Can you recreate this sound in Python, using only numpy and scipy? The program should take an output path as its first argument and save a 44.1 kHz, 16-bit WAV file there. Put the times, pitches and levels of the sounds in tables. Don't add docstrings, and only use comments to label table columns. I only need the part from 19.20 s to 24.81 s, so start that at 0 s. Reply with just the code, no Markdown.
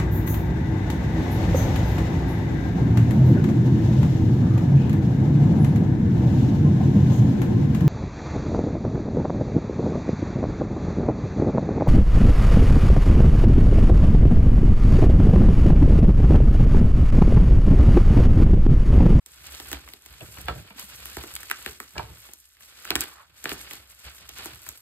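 import sys
import numpy as np
from scipy import signal
from scipy.fft import rfft, irfft, next_fast_len
from scipy.io import wavfile
from scipy.ndimage import map_coordinates

SR = 44100
rng = np.random.default_rng(int(sys.argv[2]) if len(sys.argv) > 2 else 0)


def waveform_to_disk(signal):
    frames = np.transpose(np.atleast_2d(signal))
    scaled = np.clip(frames, -1, 1) * 32767
    samples = np.round(scaled).astype(np.int16)
    wavfile.write(sys.argv[1], SR, samples)


N = 247401

# time in seconds, crease level in dB, scrape level in dB.
HANDLING = [(0.05, -73.5, -76), (0.066, -55.5, -60.5), (0.28, -47, -48.5), (0.49, -46.5, -49),
            (0.83, -57, -62), (0.88, -52, -55.5), (1.1, -48, -50.5), (1.4, -50.5, -55.5),
            (1.52, -60, -58.5), (1.75, -45, -49.5), (2.2, -47, -51.5), (2.72, -53.5, -60),
            (3.1, -50.5, -56.5), (3.19, -55, -70.5), (3.39, -65, -71), (3.412, -52, -58.5),
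            (3.68, -48.5, -62), (4.115, -65.5, -62), (4.19, -51.5, -59.5), (4.57, -50.5, -48.5),
            (4.64, -56, -58), (4.8, -53.5, -61.5), (5.07, -52, -52.5), (5.35, -53.5, -47.5),
            (5.61, -53.5, -75)]


def amp(db):
    return 10 ** (np.asarray(db) / 20)


def unit(x):
    return x / np.sqrt(np.mean(x ** 2) + 1e-20)


def along(points, hz):
    f, v = np.transpose(points)
    return np.interp(np.log(hz + 1), np.log(f + 1), v)


def curves(rows):
    s, *cols = np.transpose(rows)
    return [np.interp(np.arange(N) / SR, s, c) for c in cols]


def filtered(x, response):
    m = next_fast_len(N + SR // 2)
    return irfft(rfft(x, m) * response(np.fft.rfftfreq(m, 1 / SR)), m)[..., :N]


def modes(rows):
    return lambda f: sum((-1) ** k * amp(db) * 1j * f * width / (hz * hz - f * f + 1j * f * width)
                         for k, (hz, width, db) in enumerate(rows))


def wobble(rate):
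    return map_coordinates(rng.standard_normal(int(N * rate / SR) + 4), [np.arange(N) * rate / SR])


def grains(rate, spread_db, clump_db, t60, smooth):
    starts = (rng.random(N) < rate / SR) * amp(spread_db * np.minimum(rng.exponential(size=N), 4))
    gate = signal.lfilter([1], [1, -amp(-60 / (t60 * SR))], starts)
    return unit((unit(gate) + smooth) * amp(clump_db * wobble(30)) * rng.standard_normal((2, N)))


def swells(peaks_s, levels_db, rise_db_per_s, fade_db_per_s):
    late = np.arange(N) / SR - np.reshape(peaks_s, (-1, 1))
    drop_db = np.where(late < 0, np.reshape(rise_db_per_s, (-1, 1)), -fade_db_per_s) * late
    return np.sqrt(np.sum(amp(np.reshape(levels_db, (-1, 1)) + drop_db) ** 2, axis=0))


def hand_effort():
    # peak in seconds, crease in dB, scrape in dB, seconds to swell 20 dB (sign ignored).
    tugs = [(0.536, -45, -41.5, 0.2), (1.19, -55, -60, 0.1), (1.294, -70, -43.5, 0.12),
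            (1.596, -40, -44.5, 0.05), (1.967, -50, -41, 0), (2.069, -43.5, -53, 0),
            (2.477, -43, -43.5, -0.31), (2.794, -56, -44.5, 0.07), (3.713, -53, -45.5, 0.3),
            (3.817, -36.5, -36.5, 0.0843), (4.252, -50, -39, 0.0145), (4.313, -39.5, -39, 0.08),
            (4.521, -46, -45, 0.24), (4.85, -45, -46, 0.07), (5.256, -40, -40.5, 0.17),
            (5.479, -47, -45, 0.07)]
    s, crease_db, scrape_db, swell_s = np.transpose(tugs)
    tugging = [swells(s, db, 20 / np.abs(swell_s), fade_db_per_s=163) for db in (crease_db, scrape_db)]
    return np.hypot(amp(curves(HANDLING)), tugging)


def rustle():
    # frequency in Hz, relative level in dB.
    film_spectrum = [(400, -30), (1200, -8), (2500, -2), (5000, -1), (12500, 0), (16000, -7)]
    scrape_spectrum = [(200, -4), (450, -2.5), (950, -0.5), (1450, 3.5), (1900, 0.5), (2500, 4), (4800, 0),
                       (9000, -51)]
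    creasing, scraping = hand_effort()
    large = grains(rate=460, spread_db=4.0, clump_db=2.3, t60=0.02, smooth=0.85)
    small = grains(rate=450, spread_db=5.5, clump_db=2.6, t60=0.006, smooth=0.9)
    share = lambda hz: 1 / (1 + (hz / 7000) ** 4)
    creases = filtered(large, lambda hz: np.sqrt(share(hz)))
    creases += filtered(small, lambda hz: np.sqrt(1 - share(hz)))
    creases = unit(filtered(creases, lambda hz: amp(along(film_spectrum, hz))))
    scrape = grains(rate=430, spread_db=3.0, clump_db=2.2, t60=0.03, smooth=0.65)
    scrape = unit(filtered(scrape, lambda hz: amp(along(scrape_spectrum, hz))))
    return creasing * creases + scraping * scrape


def sharp_cracks():
    # start in seconds, levels of crack, bright edge and knock in dB, crack pitch in Hz.
    strikes = [(0.061, -42, -38.5, -55, 2770), (0.268, -40, -38, -59, 2500), (0.348, -38, -38, -51, 3440),
               (0.399, -28.5, -38, -40, 1950), (0.515, -24.5, -29.5, -35, 1450),
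               (0.529, -22.5, -25, -32, 1920), (0.675, -30.5, -53, -56, 1140),
               (0.687, -34.5, -39.5, -48, 1550), (0.735, -34.5, -33.5, -46, 2420),
               (0.8602, -39, -39, -52.5, 2230), (1.1843, -35.5, -41, -47, 1300),
               (1.283, -15, -41, -34.5, 1590), (1.8558, -31, -32, -48.5, 1480),
               (1.968, -29, -31, -30, 1490), (2.0365, -29, -44, -36.5, 1090),
               (2.1526, -42, -26.5, -66.5, 2650), (2.1631, -23, -32, -64, 2280),
               (2.2304, -30, -36.5, -48, 1320), (2.2989, -26.5, -31.5, -44.5, 1300),
               (2.3086, -29, -35, -67, 1690), (2.3121, -13, -23.5, -41.5, 1580),
               (2.461, -21.5, -32.5, -32.5, 1630), (2.601, -25, -32, -39.5, 1290),
               (2.7805, -25, -46, -33, 2670), (3.088, -42, -51.5, -48, 1500),
               (3.1347, -53, -33.5, -58.5, 2900), (3.368, -45, -55, -79, 1450),
               (3.407, -39, -49, -70, 1350), (3.6513, -27.5, -35, -48, 1460),
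               (3.7044, -13, -22.5, -24.5, 2420), (3.7143, -19, -43, -38, 1390),
               (3.754, -15, -17.5, -27, 2210), (3.7607, -18.5, -24, -33.5, 1390),
               (3.807, -36, -19, -45, 2470), (3.8141, -26, -26, -45, 2820),
               (3.838, -36, -32.5, -43.5, 2900), (4.2409, -26.5, -29.5, -37.5, 1450),
               (4.255, -14.5, -36, -28, 1570), (4.2922, -24, -32, -43, 2600),
               (4.316, -17, -37, -29.5, 1570), (4.5098, -28.5, -37.5, -44.5, 2120),
               (4.533, -34, -34, -45, 3820), (5.0909, -34.5, -35.5, -48.5, 3250),
               (5.185, -31.5, -35, -48, 1490), (5.206, -34, -58, -48, 1210), (5.257, -32, -32, -35, 1430),
               (5.465, -29, -42, -55, 1180), (5.489, -35, -27.5, -49.5, 890)]
    # centre in Hz, width in Hz, gain in dB.
    knock_modes = [(309, 190, 28), (429, 294, 25.5), (662, 248, 25.5), (852, 650, 21.5)]
    parts, t = np.zeros((3, 2, N + SR)), np.arange(SR // 8) / SR
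    edge = amp(-60 * t / 0.0016) + 0.11 * amp(-60 * t / 0.03)
    crack = 0.86 * amp(-60 * t / 0.0058) + 0.055 * amp(-60 * t / 0.06)
    knock = 0.16 * amp(-60 * t / 0.15)
    shapes = np.array([edge, crack, knock])[:, None]
    grid_hz = np.fft.rfftfreq(len(t), 1 / SR)
    for s, crack_db, edge_db, knock_db, crack_hz in strikes:
        ragged = amp(5 * rng.standard_normal(len(t) // 60 + 1)).repeat(60)[:len(t)]
        bursts = shapes * rng.standard_normal((3, 2, len(t)))
        bursts *= (np.linalg.norm(shapes, axis=2) / np.linalg.norm(bursts, axis=2))[..., None]
        bursts[1] += 0.08 * amp(-60 * t / 0.035) * ragged * rng.standard_normal((2, len(t)))
        bursts[1:, 0, 0] += [3.2, 5]
        overtone_hz = 1.87 * crack_hz
        body = modes([(crack_hz, 0.45 * crack_hz, 11.5), (overtone_hz, 0.45 * overtone_hz, 8)])
        bursts[1] = irfft(rfft(bursts[1]) * body(grid_hz), len(t))
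        bursts *= amp([edge_db, crack_db, knock_db])[:, None, None]
        parts[:, :, round(s * SR):][:, :, :len(t)] += bursts
    edges, cracks, knocks = parts[:, :, :N]
    bright = filtered(edges, lambda hz: 5.24 * (1j * hz / (4200 + 1j * hz)) ** 2)
    struck = bright + cracks + filtered(knocks, modes(knock_modes))
    return filtered(struck, lambda hz: np.exp(-2j * np.pi * (np.log(hz + 20) + .0008 * hz)))


def table_shoves():
    # time in seconds, frame boom in dB, top board in dB.
    shoves = [(0.541, -36.5, -49.5), (0.644, -45.5, -60), (0.901, -47, -61), (1.013, -44, -39),
              (1.179, -45, -42.5), (1.244, -34, -49), (1.29, -30.5, -37), (1.353, -44, -38.5),
              (1.788, -50, -53), (1.974, -35.5, -48), (2.134, -45.5, -58), (2.474, -41.5, -49.5),
              (2.77, -38, -34), (2.835, -41, -40.5), (2.904, -43, -58), (3.705, -48, -49),
              (3.762, -37, -46.5), (4.317, -45, -48.5), (4.853, -40, -58), (5.486, -49, -56)]
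    # centre in Hz, width in Hz, gain in dB.
    frame_modes = [(63.7, 21, 0)]
    top_modes = [(106.8, 31, 3.5), (194.6, 77, -5.5), (283, 217, -11.5)]
    s, boom_db, board_db = np.transpose(shoves)
    scraping = amp(curves(HANDLING)[1])
    sway = lambda hz: modes(frame_modes)(hz) ** 2
    flex = lambda hz: modes(top_modes)(hz) ** 2
    pushes, impulse = np.zeros((2, N)), np.arange(N) == 0
    pushes[:, np.round(s * SR).astype(int)] = amp([boom_db, board_db - 3.5]) * rng.choice([-1, 1], len(s))
    thumps = sum(filtered(push, body) / np.abs(filtered(impulse, body)).max()
                 for push, body in zip(pushes, (sway, flex)))
    stirring = np.hypot(amp(-7) * scraping, amp(-71))
    rumble = stirring * unit(filtered(rng.standard_normal((2, N)), sway))
    chatter = grains(rate=80, spread_db=2, clump_db=1.5, t60=.06, smooth=.45)
    jolts = swells(s + 0.0083, board_db, rise_db_per_s=700, fade_db_per_s=170)
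    rattle = np.hypot(jolts, amp(-12) * scraping) * unit(filtered(chatter, modes(top_modes)))
    return thumps * [[1], [0]] + rumble + rattle


def knife_touches():
    # start in seconds, handle level in dB, blade level in dB.
    touches = [(1.008, -52, -41), (1.172, -48.5, -44), (1.283, -31, -34), (1.287, -40, -36.5),
               (1.29, -32, -42), (1.297, -32.5, -49), (1.506, -46.5, -50.5), (2.756, -40, -80),
               (2.765, -35, -69), (2.779, -40.5, -35.5), (2.795, -30.5, -66)]
    # pitch in Hz, level in dB, seconds to fade 60 dB.
    handle_modes = [(278, -12.5, 0.065), (471, -13.5, 0.31), (612, -7.5, 0.18), (713, -1, 0.049),
                    (904, -2.5, 0.08), (1085, -3.5, 0.059), (1333, -3, 0.066), (1632, -4, 0.054)]
    blade_modes = [(2355, -1, .06), (2620, -3, .06), (2900, -1, .05), (3400, -3, .07), (4350, -2, .05)]
    out, t = np.zeros((2, N + SR)), np.arange(SR // 5) / SR
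    for s, handle_db, blade_db in touches:
        for ringing, db in ((handle_modes, handle_db), (blade_modes, blade_db)):
            for hz, mode_db, t60 in ringing:
                phase = 2 * np.pi * (hz * t + rng.random((2, 1)))
                blur = np.cumsum(rng.normal(0, .055, len(t)))
                decay = amp(db + mode_db + rng.normal(0, 4.1) - 60 * t / t60)
                out[:, round(s * SR):][:, :len(t)] += decay * np.sin(phase + blur)
    return out[:, :N]


def finger_taps():
    # start in seconds, level in dB, pitch in Hz.
    taps = [(1.011, -33.5, 640), (1.51, -39.5, 196), (1.56, -39.5, 260), (1.636, -39.5, 199),
            (2.492, -36, 420)]
    t60, rise_s = 0.055, 0.003
    out, t = np.zeros(N + SR), np.arange(SR // 4) / SR
    for s, db, hz in taps:
        envelope = amp(db - 60 * t / t60) * (1 - np.exp(-t / rise_s))
        out[round(s * SR):][:len(t)] += envelope * np.sin(2 * np.pi * hz * t)
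    return out[:N] * [[1], [0]]


def blade_rasp():
    # time in seconds, level in dB.
    stroke = [(3.84, -87), (3.89, -52.5), (4.05, -56), (4.08, -74)]
    rubbing = grains(rate=500, spread_db=2, clump_db=1.2, t60=0.02, smooth=1.5)
    return amp(curves(stroke)[0]) * unit(filtered(rubbing, lambda hz: modes([(1100, 900, 0)])(hz) ** 2))


def room_tail(x):
    # frequency in Hz, seconds to fade 60 dB.
    decay_times = [(200, 0.38), (1500, 0.24), (5000, 0.19), (14000, 0.028)]
    hz, t, noise = signal.stft(rng.standard_normal((2, SR // 3)), SR, nperseg=256)
    tail = signal.istft(noise * amp(-60 * t / along(decay_times, hz)[:, None]), SR, nperseg=256)[1]
    delayed = np.pad(x, ((0, 0), (200, 0)))
    return signal.fftconvolve(delayed, tail / np.linalg.norm(tail[0]), axes=1)[:, :N]


def scene():
    # frequency in Hz, likeness of left and right (1 is identical).
    likeness = [(60, .93), (300, .86), (800, .55), (1600, .7), (2600, .5), (4500, .4), (6000, .85),
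                (15000, .9)]
    hits = sharp_cracks() + knife_touches() + finger_taps()
    pair = hits + amp(-15) * room_tail(hits) + rustle() + blade_rasp() + table_shoves()
    turn = lambda hz: np.arccos(np.clip(along(likeness, hz), -1, 1)) / 2
    shared, scattered = filtered(pair, lambda hz: np.array([np.cos(turn(hz)), np.sin(turn(hz))]))
    return np.array([shared + scattered, shared - scattered])


def record(dry):
    # frequency in Hz, phase lead of the left port in radians.
    lead = [(0, 0), (300, -.4), (900, -1.3), (1550, 0), (2600, 2.4), (4400, 3.1), (5800, 3.14),
            (14800, 15.7), (17000, 17)]
    # frequency in Hz, left minus right in dB.
    balance = [(60, 0.5), (200, -2.5), (2500, -2), (5000, 0)]
    half, top_hz = np.array([[.5], [-.5]]), 16700
    phase = lambda hz: np.exp(1j * half * np.interp(hz, *np.transpose(lead)))
    level = lambda hz: amp(half * along(balance, hz))
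    rolloff = lambda hz: amp(along([(30, -15), (48, -0.5), (15700, 0.5), (16000, -46), (16600, -30)], hz))
    return filtered(dry, lambda hz: phase(hz) * level(hz) * rolloff(hz) * (hz < top_hz))


dry = scene()
out = record(dry)
waveform_to_disk(out)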